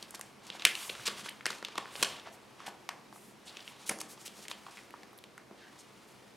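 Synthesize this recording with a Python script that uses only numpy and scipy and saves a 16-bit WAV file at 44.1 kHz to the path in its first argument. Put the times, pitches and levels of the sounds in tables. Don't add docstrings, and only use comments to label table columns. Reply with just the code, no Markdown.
import sys
import numpy as np
from scipy import signal
from scipy.fft import rfft, irfft, next_fast_len
from scipy.io import wavfile
from scipy.ndimage import map_coordinates

SR = 44100
rng = np.random.default_rng(int(sys.argv[2]) if len(sys.argv) > 2 else 0)


def store_pcm(level_fs):
    pcm = np.round(np.clip(level_fs, -1, 1) * 32767).astype(np.int16)
    wavfile.write(sys.argv[1], SR, np.atleast_2d(pcm).T)


N = 280476

# freq_hz, relative_density_db
AIR_SPECTRUM = [(24, -25), (40, -15), (91, -8.5), (237, -4.5), (337, -1.5), (529, -6), (663, -7),
                (965, -10.5), (1550, -15), (2320, -14), (2910, -18.5), (5720, -21), (7000, -25.5),
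                (10000, -27.5), (16000, -34)]
# centre_hz, width_hz, level_db
AIR_MURMURS = [(131.3, 14, -76), (207, 38, -71)]
# freq_hz, correlation
AIR_CORRELATION = [(30, 0.296), (130, 0.79), (640, 0.42), (3000, 0.62), (12000, 1)]
# freq_hz, t60_s
WALL_DECAY = [(200, 0.88), (530, 0.62), (1400, 0.28), (3700, 0.26), (9700, 0.32), (16000, 0.34)]
# freq_hz, side_gain_db
WALL_SIDE_GAIN = [(250, -20.5), (700, -27), (2500, -25), (8000, -11.5), (15000, -23)]
# centre_hz, width_hz
FILM_RESONANCES = [(1000, 840), (2900, 3000)]
# freq_hz, relative_density_db
HISS_SPECTRUM = [(3000, 12), (6000, 6), (10000, 4), (13000, -3.5), (16000, 1)]
# time_s, rustle_db, hiss_re_rustle_db
SLIDE_LEVELS = [(0.0, -62, 4.5), (0.26, -80, 17.5), (0.49, -60.5, -10), (0.65, -51, -6), (0.8, -48, -13),
                (0.96, -58.5, 4), (1.13, -52.5, 2), (1.5, -72, 0), (1.652, -56, -27), (2.0, -58.5, 11.5),
                (2.12, -49, -5), (2.22, -59, -4), (2.39, -70.5, 3.5), (3.37, -75.5, 5), (3.52, -59.5, -0.5),
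                (4.07, -68, 4.5), (4.59, -70.5, 12.5), (5.49, -77, -1), (5.74, -69.5, 5), (6.36, -82, 16)]
# start_s, length_s, level_db, centre_hz, spread_oct
FINGER_STROKES = [(0.145, 0.016, -41.5, 4200, 0.94), (0.429, 0.083, -55.5, 3950, 0.74),
                  (0.467, 0.0041, -50, 5000, 1.3), (0.53, 0.047, -53, 2240, 1.2),
                  (0.731, 0.21, -47, 9000, 0.53), (0.894, 0.01, -34.5, 2880, 0.37),
                  (0.91, 0.13, -53, 3320, 0.97), (0.95, 0.098, -60, 130, 0.17),
                  (1.054, 0.026, -31, 3200, 0.75), (1.08, 0.009, -36, 3000, 1.1),
                  (1.087, 0.045, -54, 3100, 1.1), (1.163, 0.068, -48.5, 3080, 1.04),
                  (1.233, 0.055, -46, 2600, 0.98), (1.285, 0.012, -38, 2630, 0.41),
                  (1.291, 0.0074, -43.5, 10000, 0.33), (1.45, 0.16, -48.5, 2470, 1.07),
                  (1.778, 0.0078, -31, 2420, 0.86), (1.917, 0.19, -52.5, 9000, 0.28),
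                  (2.027, 0.011, -21.5, 3040, 0.93), (2.046, 0.0096, -36, 3160, 0.46),
                  (2.05, 0.13, -63, 125, 0.22), (2.25, 0.045, -49, 1070, 0.9),
                  (2.317, 0.045, -59, 9000, 0.88), (2.576, 0.12, -53.5, 1200, 0.98),
                  (2.66, 0.038, -45.5, 1700, 1.55), (3.118, 0.073, -62, 11000, 0.6),
                  (3.146, 0.2, -63, 10500, 0.55), (3.451, 0.054, -56.5, 8000, 0.3),
                  (3.47, 0.018, -48.5, 3670, 0.32), (3.482, 0.026, -52.5, 4100, 0.21),
                  (3.604, 0.0075, -48.5, 3980, 0.26), (3.642, 0.087, -59.5, 8000, 0.65),
                  (3.784, 0.076, -56.5, 3100, 0.95), (3.858, 0.079, -43.5, 6100, 0.88),
                  (3.896, 0.03, -38.5, 400, 0.88), (3.892, 0.0082, -29.5, 10000, 0.1),
                  (4.001, 0.014, -41, 5970, 0.83), (4.082, 0.068, -52, 8400, 0.75),
                  (4.189, 0.062, -55.5, 6700, 0.59), (4.249, 0.036, -44, 6000, 1.2),
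                  (4.33, 0.14, -54, 5440, 0.85), (4.494, 0.041, -49.5, 2980, 1.3),
                  (4.67, 0.18, -58.5, 3280, 0.95), (5.177, 0.006, -52, 12500, 0.21),
                  (5.546, 0.15, -62, 2480, 0.56), (5.606, 0.11, -62, 1680, .07),
                  (5.779, 0.046, -56, 6100, .5), (6.062, 0.07, -63, 7300, 0.95)]
# start_s, ring_peak_db, pitch_hz, crackle_re_ring_db, crackle_hz, thud_re_ring_db
BUCKLING_SNAPS = [(0.026, -27.5, 4200, -5.5, 8000, -15.5), (0.107, -50, 1070, 19, 8200, -12),
                  (0.141, -37.5, 880, -4, 6000, -6.5), (0.194, -38.5, 885, 4, 10000, -7),
                  (0.211, -33.5, 1980, 9, 7700, -40), (0.501, -23.5, 3130, -19, 7000, -18),
                  (0.55, -40, 760, -8, 7000, 0.5), (0.596, -28.5, 3400, -25, 6000, -16),
                  (0.621, -23.5, 2750, -11, 6500, -30), (0.651, 0, 2610, -3, 9550, -37),
                  (0.654, -16.5, 2600, 6, 5000, -19), (0.663, -22, 1510, -10, 6000, -12.5),
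                  (0.67, -20, 6500, -12, 11000, -40), (0.752, -21, 2900, -5, 6000, -37),
                  (0.897, -24, 2920, -20, 5500, -13), (0.951, -35, 1500, 0, 3500, -30),
                  (0.996, -36.5, 1340, -9, 6000, -26), (1.077, -17.5, 3600, -3, 8000, -20),
                  (1.082, -26, 1190, -6, 4000, -2), (1.259, -33, 1400, -11, 3500, -4.5),
                  (1.408, -32, 1920, -19, 4500, -37), (1.456, -19, 1680, 3, 4200, -17),
                  (1.464, -16.5, 2380, -3, 7700, -13.5), (1.503, -27.5, 1060, -1.5, 6000, -10.5),
                  (1.505, -26, 4000, -6, 6000, -17), (1.626, -30, 1250, -5, 4000, -6.5),
                  (1.648, -22, 3500, -11, 10000, -24), (1.684, -34.5, 1310, 4, 2950, -8),
                  (1.755, -36.5, 900, 3, 3800, -1.5), (1.781, -21, 950, -17, 3500, -11),
                  (1.827, -43, 3500, -22, 6000, -20), (1.855, -35, 1700, -11, 3800, -7),
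                  (1.529, -32, 2200, -15, 4000, -22), (1.954, -29, 2900, -18, 5400, -8.5),
                  (1.961, -31, 4500, -8, 7500, -17), (2.018, -30, 3300, -20, 8000, -8),
                  (2.026, -15, 2920, 3.5, 7400, -12), (2.028, -25, 940, -22, 5000, -33),
                  (2.046, -18.5, 3030, -12, 5500, -20), (2.197, -35, 3330, -21, 6000, -25),
                  (2.272, -34, 735, -16, 5000, -13), (2.602, -38.5, 960, -6, 5030, -26),
                  (2.679, -31.5, 820, -15, 6000, -5), (2.8897, -26, 2180, 2, 5260, -32),
                  (2.89, -26.5, 950, -4, 11000, -34), (3.126, -38.5, 900, -7, 4500, -16),
                  (3.16, -44, 950, -20, 4000, -20), (3.569, -31.5, 3100, -5, 5550, -18),
                  (3.593, -35.5, 2870, -14, 4500, -26), (3.677, -29, 2900, -17, 5000, -27),
                  (3.894, -20, 2080, 4.5, 5470, -10), (3.987, -42, 800, 9, 6470, -20),
                  (4.012, -30, 2360, -24, 6000, -22), (4.014, -34, 1080, 11.5, 7500, -24),
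                  (4.176, -46.5, 950, 2.5, 3480, -29), (4.278, -32, 3400, -4, 8000, -14),
                  (4.391, -55, 700, -15, 6030, 9), (4.452, -37, 2180, -15, 6000, -8),
                  (4.482, -28, 2670, -1.5, 7500, -29), (4.499, -39, 3000, 2, 12500, -30),
                  (4.513, -32, 1010, 7, 3060, -22), (4.665, -35, 1040, -9, 3500, -21),
                  (4.682, -42, 1000, -15, 3000, -18), (4.771, -36.5, 2200, -10, 8000, -13),
                  (4.779, -38, 2100, -15, 4000, -20), (4.789, -42, 2000, -15, 4000, -22),
                  (4.906, -42, 2270, 0, 11000, -25), (4.939, -33, 990, -28, 2200, -30),
                  (5.032, -40.5, 1700, 0, 4330, -4.5), (5.13, -45, 1000, -2, 12000, -30),
                  (5.187, -43, 3500, 6.5, 12500, -19.5), (5.239, -35, 2920, -6.5, 9000, -11.5),
                  (5.378, -36, 1490, -4.5, 7000, -22), (5.511, -60.5, 716, -21.5, 5000, 20),
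                  (6.221, -56, 696, -18, 5000, 8.5)]


def amp(db):
    return 10 ** (np.asarray(db) / 20)


def unit(x):
    return x / np.sqrt(np.mean(x ** 2) + 1e-20)


def along(points, hz):
    freqs_hz, values = np.transpose(points)
    return np.interp(np.log(hz + 1), np.log(freqs_hz + 1), values)


def wobble(rate_hz):
    knots = rng.standard_normal(int(N * rate_hz / SR) + 4)
    return map_coordinates(knots, [np.arange(N) * rate_hz / SR])


def filtered(x, response):
    n = x.shape[-1]
    n_fft = next_fast_len(n + min(n, SR // 2))
    return irfft(rfft(x, n_fft) * response(np.fft.rfftfreq(n_fft, 1 / SR)), n_fft)[..., :n]


def resonance(f, hz, width_hz):
    return (1j * f * width_hz / (hz * hz - f * f + 1j * f * width_hz + 1e-9)) ** 2


def left_right(mid, side):
    return np.array([mid + side, mid - side])


def air(level_db=-61.5):
    def mid_side(f):
        angle_rad = np.arccos(np.clip(along(AIR_CORRELATION, f), -1, 1)) / 2
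        return np.array([np.cos(angle_rad), np.sin(angle_rad)])

    broad = filtered(rng.standard_normal((2, N)), lambda f: amp(along(AIR_SPECTRUM, f)) * mid_side(f))
    total = amp(level_db + 0.59 * wobble(rate_hz=4.92)) * unit(broad)
    for hz, width_hz, murmur_db in AIR_MURMURS:
        murmur = filtered(rng.standard_normal((2, N)), lambda f: resonance(f, hz, width_hz) * mid_side(f))
        total += amp(murmur_db + 1.5 * wobble(rate_hz=4)) * unit(murmur)
    return left_right(*total)


def walls(x, gain_db=-6.5, build_s=0.0072, delay_samples=120):
    hz, t, noise = signal.stft(rng.standard_normal((2, SR // 2)), SR, nperseg=256)
    decay = amp(-60 * t / along(WALL_DECAY, hz)[:, None])
    build = 1.3 - np.exp(-t / build_s)
    tail = signal.istft(noise * decay * build, SR, nperseg=256)[1]
    tail = np.pad(tail / np.linalg.norm(tail[0]), ((0, 0), (delay_samples, 0)))
    mid, side = amp(gain_db) * signal.fftconvolve(x[None], tail, axes=1)[:, :N]
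    dull = lambda f: (1j * f / (130 + 1j * f)) ** 2 / (1 + 1j * f / 6000)
    side = filtered(side, lambda f: dull(f) * amp(along(WALL_SIDE_GAIN, f)))
    return left_right(filtered(mid, dull), side)


def ports(x, side_db=-18.5, t60_s=0.00087, delay_samples=45):
    t = np.arange(200) / SR
    scatter = np.diff(rng.standard_normal(len(t)) * amp(-60 * t / t60_s))
    scatter = np.pad(scatter / np.linalg.norm(scatter), (delay_samples, 0))
    return left_right(x, amp(side_db) * np.convolve(x, scatter)[:N])


def stick_slip(spread_db):
    clumps_db = 1.8 * wobble(rate_hz=60)
    release_db = spread_db * np.minimum(rng.exponential(size=N), 4.5)
    flicker_db = 1.9 * wobble(rate_hz=250)
    return amp(release_db + clumps_db + flicker_db) * rng.standard_normal(N)


def slide():
    time_s, *columns = np.transpose(SLIDE_LEVELS)
    rustle_db, hiss_re_db = [np.interp(np.arange(N) / SR, time_s, column) for column in columns]
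    flex_db = -60 + 0.51 * (rustle_db + 58.5)
    flex_band, rustle_band = FILM_RESONANCES
    rustle = unit(filtered(stick_slip(spread_db=2.2), lambda f: resonance(f, *rustle_band)))
    hiss = unit(filtered(stick_slip(spread_db=-1.0), lambda f: amp(along(HISS_SPECTRUM, f))))
    flex = unit(filtered(stick_slip(spread_db=3.0), lambda f: resonance(f, *flex_band)))
    return amp(rustle_db) * rustle + amp(rustle_db + hiss_re_db) * hiss + amp(flex_db) * flex


def strokes(abrupt_below_s=0.02, smooth_above_hz=7500):
    out = np.zeros(N + SR)
    gritty, smooth = np.pad([stick_slip(spread_db=2.3), rng.standard_normal(N)], ((0, 0), (0, SR)))
    for start_s, length_s, level_db, centre_hz, spread_oct in FINGER_STROKES:
        start, n = round(start_s * SR), round(length_s * SR)
        friction = (smooth if centre_hz > smooth_above_hz else gritty)[start:start + n]
        band = lambda f: np.exp(-0.25 * (np.log2((f + 1) / centre_hz) / spread_oct) ** 2)
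        rub = unit(filtered(friction, lambda f: band(f) / (1 + (f / 14500) ** 4)))
        skew = 0.5 if length_s < abrupt_below_s else 1
        swell = np.sin(np.pi * (np.arange(n) / n) ** skew) ** 0.7
        out[start:start + n] += amp(level_db) * swell * rub
    return out[:N]


def snaps(spray_t60_s=0.017, jolt_re_spray=5.5, creak_samples=36):
    out, t = np.zeros((2, N + SR)), np.arange(2048) / SR
    spray_envelope = amp(-60 * t / spray_t60_s)
    spray_envelope[:creak_samples] *= 0.12
    thud = lambda f: resonance(f, hz=429, width_hz=563) + 0.78 * resonance(f, hz=215.5, width_hz=61)
    for start_s, peak_db, pitch_hz, crackle_re_db, crackle_hz, thud_re_db in BUCKLING_SNAPS:
        start = round(start_s * SR)
        ring = lambda f: resonance(f, pitch_hz, 0.75 * pitch_hz) / (1 + 1j * f / (4.1 * pitch_hz)) ** 2
        crackle = lambda f: resonance(f, crackle_hz, 0.76 * crackle_hz)
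        for offset_db, body in (0, ring), (crackle_re_db, crackle), (thud_re_db, thud):
            jolts = np.zeros((2, len(t)))
            jolts[0] = rng.standard_normal(len(t)) * spray_envelope
            jolts[:, creak_samples] += jolt_re_spray
            direct, diffuse = filtered(jolts, body)
            gain = amp(peak_db + offset_db) / np.max(np.abs(direct))
            out[:, start:start + len(t)] += gain * np.array([direct, unit(diffuse) * np.std(direct)])
    return out[:, :N]


def scene():
    direct, diffuse = snaps()
    rubbing = strokes() + slide()
    return ports(direct + rubbing) + walls(diffuse + rubbing) + air()


def record(dry):
    ceiling, bass_hz, treble_hz, top_hz = 0.95, 40, 15500, 15900
    rounded = dry / (1 + np.abs(dry / ceiling) ** 6) ** (1 / 6)
    high_pass = lambda f: (1j * f / (bass_hz + 1j * f)) ** 2
    low_pass = lambda f: (f < top_hz) / (1 + (f / treble_hz) ** 8)
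    return filtered(rounded, lambda f: high_pass(f) * low_pass(f))


dry = scene()
out = record(dry)
store_pcm(out)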